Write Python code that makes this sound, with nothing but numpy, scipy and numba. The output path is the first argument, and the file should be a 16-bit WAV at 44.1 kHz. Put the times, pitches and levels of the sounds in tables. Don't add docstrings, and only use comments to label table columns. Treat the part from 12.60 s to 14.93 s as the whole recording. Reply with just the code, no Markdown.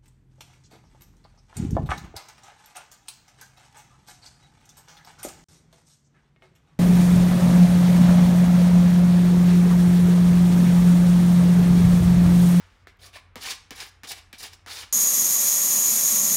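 import sys
import numpy as np
from scipy import signal
from scipy.fft import rfft, irfft
from scipy.io import wavfile
from scipy.ndimage import uniform_filter1d
from numba import njit

SR = 44100
rng = np.random.default_rng(int(sys.argv[2]) if len(sys.argv) > 2 else 0)


def invert_db(level):
    return 10 ** (np.asarray(level, dtype=float) / 20)


def generate_wav(signal):
    frames = np.transpose(np.atleast_2d(signal))
    scaled = np.clip(frames, -1, 1) * 32767
    pcm = np.round(scaled).astype(np.int16)
    wavfile.write(sys.argv[1], SR, pcm)


N = 102576
LEAD_S = 0.25
M = N + int(LEAD_S * SR)
T = np.arange(M) / SR - LEAD_S

# time in seconds, pressure in dB, wood against paper in dB.
LIGHT_DRAGS = [
    [(.385, -70, -5), (.397, -66.5, 17), (.425, -51.5, 1), (.47, -48.5, -1.5), (.495, -58, 7),
     (.51, -76, 7)],
    [(.525, -52, -1), (.542, -48.5, 7), (.563, -40.5, 1), (.585, -51.5, 5), (.61, -62, 10)],
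]
# time in seconds, pressure in dB, wood against paper
# in dB.
FIRM_DRAGS = [
    [(.79, -68, -6), (.818, -40, -0.5), (.84, -37, 1.5), (.857, -32.5, 1.5), (.885, -34.5, -1.5),
     (.91, -29.5, -2.5), (.93, -36.5, 5), (.97, -58, -10)],
    [(1.145, -58, -8), (1.165, -45.5, 2), (1.195, -44, 3.5), (1.204, -36.5, 6), (1.228, -38, 6),
     (1.24, -44, 3.5), (1.27, -49.5, 8), (1.3, -58, -15)],
    [(1.468, -68, -14), (1.476, -48.5, -5), (1.495, -40.5, -11.5), (1.518, -33, 7), (1.53, -39.5, 4),
     (1.555, -53, 4), (1.585, -45, 7.5), (1.62, -71, 24)],
]
# time in seconds, pressure in dB, wood against paper in dB.
BUMPY_DRAGS = [
    [(1.778, -55, -27), (1.79, -52, -16.5), (1.805, -41, -5), (1.822, -44.5, 0), (1.835, -35, 1.5),
     (1.87, -41.5, 1.5), (1.91, -64, 3), (1.935, -48, 5.5), (1.96, -59, -4)],
    [(2.065, -50, 5), (2.09, -43, 6), (2.115, -37.5, 2), (2.15, -40.5, -5), (2.18, -38.5, 3),
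     (2.21, -39.5, -3), (2.235, -42, 10), (2.25, -51, 7), (2.3, -70, 8)],
]
DRAGS = LIGHT_DRAGS + FIRM_DRAGS + BUMPY_DRAGS
# time in seconds, pressure in dB, wood against paper in dB.
EARLIER_DRAG = [(-.2, -50, 5.8), (-.06, -42.5, 15), (-.03, -59.5, 8), (.08, -66, 10.2), (.25, -73, 6.6)]
# board boom in dB, sheet sizzle in dB,
# board pitch as a ratio, free sheet pitch as a ratio.
GRIPS = [(2.5, -21, 1.14, 0.99), (3, 3.5, 0.473, 0.98), (-6, -2.5, 0.967, 0.58), (-3.5, -1, 1.046, 0.965),
         (-3, 2, 1.07, 1.034), (-2, 3, .98, 1.015), (-1.5, 0.5, 1.037, 1.03), (-2.5, 1, 1.134, 0.995)]

# centre in Hz, width in Hz, level in dB.
PAPER = [(4790, 620, 2), (5550, 440, 2), (6660, 1400, -3), (3650, 320, 0.5)]
# centre in Hz, width in Hz, level in dB.
SIZZLE = [(8350, 570, -2), (10100, 2300, 6.5), (14800, 3100, 1)]
# centre in Hz, width in Hz, level in dB.
WOOD = [(1270, 1090, -5), (1765, 430, 0), (2298, 297, -0.5), (2954, 560, -1.5), (3525, 506, -1),
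        (4800, 2640, -8)]
# centre in Hz, width in Hz, level in dB.
BOARD = [(225, 560, -12), (437, 102, -3), (751, 71.6, -5), (1230, 388, -3)]

# start in seconds, crack in dB, thump in dB, rattle in dB, upper ring in dB.
LANDINGS = [(0.2709, -44, -13.5, 5, 4), (0.7568, -35, 1, 5.5, -2), (1.1070, -28.5, -8.5, 0.5, -15),
            (1.4341, -34, -10, 7, -4.5), (1.44, -41, -6.5, -21, -11), (1.451, -52.5, -1, -17, -11),
            (1.7288, -31, -12, 0, -13.5), (2.0621, -39, -7, 0, 0)]
# pitch in Hz, level in dB, 60 dB decay in seconds.
KNOCK = [(169, -8, 0.03), (255, 4, 0.035), (340, -10, 0.03), (490, -5, 0.03), (720, -6, 0.025),
         (1180, -4, 0.015), (1400, 0, 0.012), (1780, 4, 0.012), (2280, 0, 0.012)]

# start in seconds, body in dB, crisp tick against the body in dB.
SNAGS = [(0.156, -85, 10), (0.37, -68, 1), (0.394, -64, -6), (0.406, -63, 6), (.812, -60, 0),
         (0.835, -45, 14), (0.907, -29.5, -2), (1.161, -68, 26), (1.203, -35, -15), (1.472, -39.5, -12),
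         (1.518, -36, 9), (1.751, -64, 4), (1.785, -57, 8), (1.831, -45, 15.5), (1.934, -40.5, -19),
         (2.078, -61, -3), (2.112, -62, -6), (2.119, -53, 5), (2.187, -40, 4.5)]
# start in seconds,
# level in dB.
SHARP_TICKS = [(.7571, -39), (1.2635, -43), (1.2665, -48), (1.272, -49), (1.7858, -42), (1.9332, -44)]
# start in seconds, level in dB, pitch in Hz, length in seconds.
CHATTERS = [(.2705, -49, 1850, 0.0051), (.271, -51, 419, 0.0068), (.282, -55, 2120, .012),
            (0.443, -58.5, 1170, .015), (0.472, -57, 1150, 0.0092), (1.207, -47, 782, .012),
            (1.492, -46, 3700, 0.01), (0.918, -42, 3040, .008), (0.393, -59, 3170, .004),
            (0.4, -59, 5000, .004), (.757, -41.5, 510, 0.0056), (1.436, -52, 239.5, 0.0085),
            (1.73, -45, 2300, 0.0051), (1.731, -50.5, 1690, 0.01), (0.416, -54.5, 3970, 0.0071),
            (0.43, -50, 3970, 0.0046), (0.441, -48.5, 4300, 0.0075), (0.434, -54.5, 1810, 0.013),
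            (0.46, -54, 5560, 0.0055), (0.542, -50, 2550, 0.0057), (0.554, -47.5, 1710, 0.013),
            (0.557, -48, 3470, 0.0058), (0.559, -45, 680, 0.0079), (0.568, -44, 2250, 0.0035),
            (0.565, -48.5, 1053, 0.014), (0.585, -51, 2200, 0.0032), (0.585, -56, 2220, 0.003),
            (.811, -44, 4840, 0.0045), (.856, -37, 2950, 0.0069), (.866, -36, 2190, 0.0046),
            (0.874, -36.5, 1130, .006), (0.886, -34, 2440, 0.0066), (1.114, -58, 1210, 0.004),
            (1.115, -48.5, 472, 0.0066), (1.505, -47.5, 760, .014), (1.855, -45, 810, 0.005),
            (2.077, -47.5, 1360, .01), (2.11, -33.5, 4430, .004), (2.115, -38, 4130, .004),
            (2.127, -44, 3970, .003), (2.17, -36, 5660, 0.0037), (2.18, -41, 4950, .003),
            (2.209, -41, 3070, .005), (2.22, -51, 1820, 0.0076)]

# frequency in Hz, 60 dB decay in seconds.
ROOM_T60 = [(200, 0.22), (1000, 0.47), (3500, 0.38), (8000, 0.34), (15000, 0.18)]
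# frequency in Hz, level in dB per Hz.
AIR = [(71, 6), (120, -16), (256, -22.5), (592, -27), (1400, -23.5), (2240, -26.5), (3050, -34),
       (6630, -56.5), (16000, -65)]
# centre in Hz, width in Hz, level in dB.
HUM = [(30, 12, -90), (48.6, 30, -62.5), (89.6, 8.2, -61), (142, 32, -96.5)]


def level(x, db):
    return x * invert_db(db) / np.sqrt(np.mean(x ** 2))


@njit
def svf(x, hz, width):
    y, b, l = np.empty(len(x)), 0., 0.
    for i in range(len(x)):
        g, k = np.tan(np.pi * hz[i] / SR), width / hz[i]
        v = (b + g * (x[i] - l)) / (1 + g * (g + k))
        b, l, y[i] = 2 * v - b, l + 2 * g * v, k * v
    return y


def noise_band(hz, width):
    return svf(rng.standard_normal(M), np.full(M, float(hz)), float(width))


def walk(rate):
    hold = int(SR / rate)
    steps = np.repeat(rng.standard_normal(2000), hold)[:M]
    return 0.53 * uniform_filter1d(uniform_filter1d(steps, hold), hold)


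def bursts(events, db, rise_s, fall_s):
    env = np.zeros(M)
    for start, d in zip(events, db):
        i = np.searchsorted(T, start)
        age = T[i:i + SR // 4] - start
        env[i:i + SR // 4] += invert_db(d) * (1 - np.exp(-age / rise_s)) * np.exp(-age / fall_s)
    return env


def grit():
    grains_per_s, spread_db, biggest_grain = 14000, 2.2, 0.004
    catch, size, sign = rng.random((3, M))
    strength = invert_db(-spread_db * np.log(size + biggest_grain))
    clicks = (catch < grains_per_s / SR) * strength * np.sign(sign - 0.5)
    judder = invert_db(1.8 * np.clip(walk(170), -3, 1.5))
    return level(clicks, 0) * judder


def body(x, peaks, ratio=1):
    wander, patchy_db = 0.02, 0.8
    out = np.zeros(M)
    for k, (hz, width, db) in enumerate(peaks):
        swell = invert_db(db + patchy_db * walk(39.38))
        centre = np.clip(hz * ratio * (1 + wander * walk(25.63)), 20, 0.44 * SR)
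        out += (-1) ** k * swell * svf(x, centre, float(width))
    return level(out, -3)


def drags(paper, sizzle, wood, board):
    out = np.zeros(M)
    for rows, (boom_db, sizzle_db, _, _) in zip([EARLIER_DRAG] + DRAGS, GRIPS):
        s, db, tilt = np.array(rows, float).T
        edge = np.clip(np.minimum(T - s[0], s[-1] - T) / 0.008, 0, 1)
        pressure = invert_db(np.interp(T, s, db) - 1.5)
        lean = np.interp(T, s, tilt) / 2
        sheet = paper + invert_db(sizzle_db - 6) * sizzle
        plank = wood + invert_db(boom_db - 5) * board
        out += edge * pressure * (invert_db(-lean) * sheet + invert_db(lean) * plank)
    return out


def knocks():
    s, db, thump, _, ring = np.array(LANDINGS, float).T
    chance = rng.standard_normal((len(s), len(KNOCK), 2))
    out, span = np.zeros(M), SR // 8
    for e in range(len(s)):
        i = np.searchsorted(T, s[e])
        age = T[i:i + span] - s[e]
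        for (hz, mode_db, t60), (a, b) in zip(KNOCK, chance[e]):
            low = hz < 600
            lag_s, push_s = (0.003, 0.004) if low else (0, 0.0006)
            since = np.maximum(age - lag_s, 0)
            push = np.minimum(since / push_s, 1)
            gain = invert_db(db[e] + (thump[e] if low else ring[e]) + mode_db + 0.54 * a) * np.sign(b)
            tone = np.sin(2 * np.pi * hz * (1 + 0.05 * b) * since)
            out[i:i + span] += gain * push * tone * 1000. ** (-since / t60)
    return signal.sosfilt(signal.butter(4, 130, "high", fs=SR, output="sos"), out)


def landings(sheet, wood, board):
    s, db, thump, rattle, _ = np.array(LANDINGS, float).T
    crack = bursts(s, db - 2, 0.00003, 0.00015) * np.sign(rng.standard_normal(M))
    crisp_edge = bursts(s, db - 14, 0.0001, 0.001) * level(noise_band(15000, 3000), 0)
    slap_db, slap_s = db + 0.5, 0.00092
    touch = bursts(s, slap_db, 0.00024, slap_s)
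    rebound = bursts(s + 0.002, slap_db - 2, 0.00032, slap_s)
    slap = (touch + rebound) * level(noise_band(3500, 3400), 0)
    rattle_db, rise_s, fall_s = -2.5, 0.012, 0.018
    loose = bursts(s, db + rattle + rattle_db, rise_s, fall_s) * (wood + invert_db(-22) * sheet)
    boom = bursts(s, db + thump + rattle_db + 5.5, rise_s, fall_s) * board
    return crack + crisp_edge + slap + loose + boom + knocks()


def snags(paper):
    s, db, tick = np.array(SNAGS, float).T
    crisp = level(noise_band(13500, 10000), 0)
    snaps = bursts(*np.array(SHARP_TICKS).T, 0.0001, 0.0007)
    ticks = bursts(s, db + tick, 0.00012, 0.001)
    return bursts(s, db + 3.5, 0.00031, 0.003) * paper + (ticks + snaps) * crisp


def chatter(grains):
    q, rise_s, gain_db = 6.7, 0.00092, 3
    out, span = np.zeros(M), SR // 16
    for s, db, hz, fall_s in CHATTERS:
        i = np.searchsorted(T, s)
        age = T[i:i + span] - s
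        centre = np.full(2 * span, float(hz))
        once = svf(grains[i - span:i + span], centre, hz / q)
        ring = svf(once, centre, hz / q)[span:]
        shape = (1 - np.exp(-age / rise_s)) * np.exp(-age / fall_s)
        even = np.sqrt(np.sum(shape ** 2) / np.sum((ring * shape) ** 2))
        out[i:i + span] += invert_db(db + gain_db) * ring * shape * even
    return out


def room(x):
    room_db, gap_s = -12, 0.0033
    t = T[:SR // 2] + LEAD_S
    tail = np.zeros(len(t))
    f, t60 = np.array(ROOM_T60).T
    for hz in 125 * 2 ** np.arange(0, 7.1, 0.5):
        band = svf(rng.standard_normal(len(t)), hz + 0 * t, hz / 3.06)
        tail += band * 1000. ** (-t / np.interp(np.log(hz), np.log(f), t60))
    tail *= np.clip(t / gap_s - 0.5, 0, 1)
    return signal.fftconvolve(x, tail * invert_db(room_db) / np.sqrt(np.sum(tail ** 2)))[:M]


def background():
    f, db = np.array(AIR).T
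    hz = np.arange(M // 2 + 1) * SR / M + 1
    colour = invert_db(np.interp(np.log(hz), np.log(f), db)) * (hz > 100)
    air = irfft(rfft(rng.standard_normal(M)) * colour, M)
    out = level(air, -64.5) * invert_db(0.53 * walk(10.0))
    for centre, width, hum_db in HUM:
        hum = svf(noise_band(centre, width), np.full(M, float(centre)), float(width))
        out += level(hum, hum_db)
    return out


def scene():
    starts = [rows[0][0] for rows in DRAGS]
    held = np.array(GRIPS)[np.searchsorted(starts, T), 2:]
    board_ratio, sheet_ratio = uniform_filter1d(held, size=400, axis=0).T
    fine, coarse, loose = grit(), grit(), grit()
    paper, sizzle = body(fine, PAPER, sheet_ratio), body(fine, SIZZLE)
    wood, board = body(coarse, WOOD), body(coarse, BOARD, board_ratio)
    dry = drags(paper, sizzle, wood, board)
    dry += landings(paper + sizzle, wood, board)
    dry += snags(paper) + chatter(loose)
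    return (dry + room(dry) + background())[None, M - N:]


def top_cut(x):
    return signal.sosfilt(signal.butter(12, 16850, fs=SR, output="sos"), x)


def record(dry):
    low_pass = signal.ellip(8, 0.2, 32, 15800, fs=SR, output="sos")
    return top_cut(signal.sosfilt(low_pass, dry))


dry = scene()
out = record(dry)
generate_wav(out)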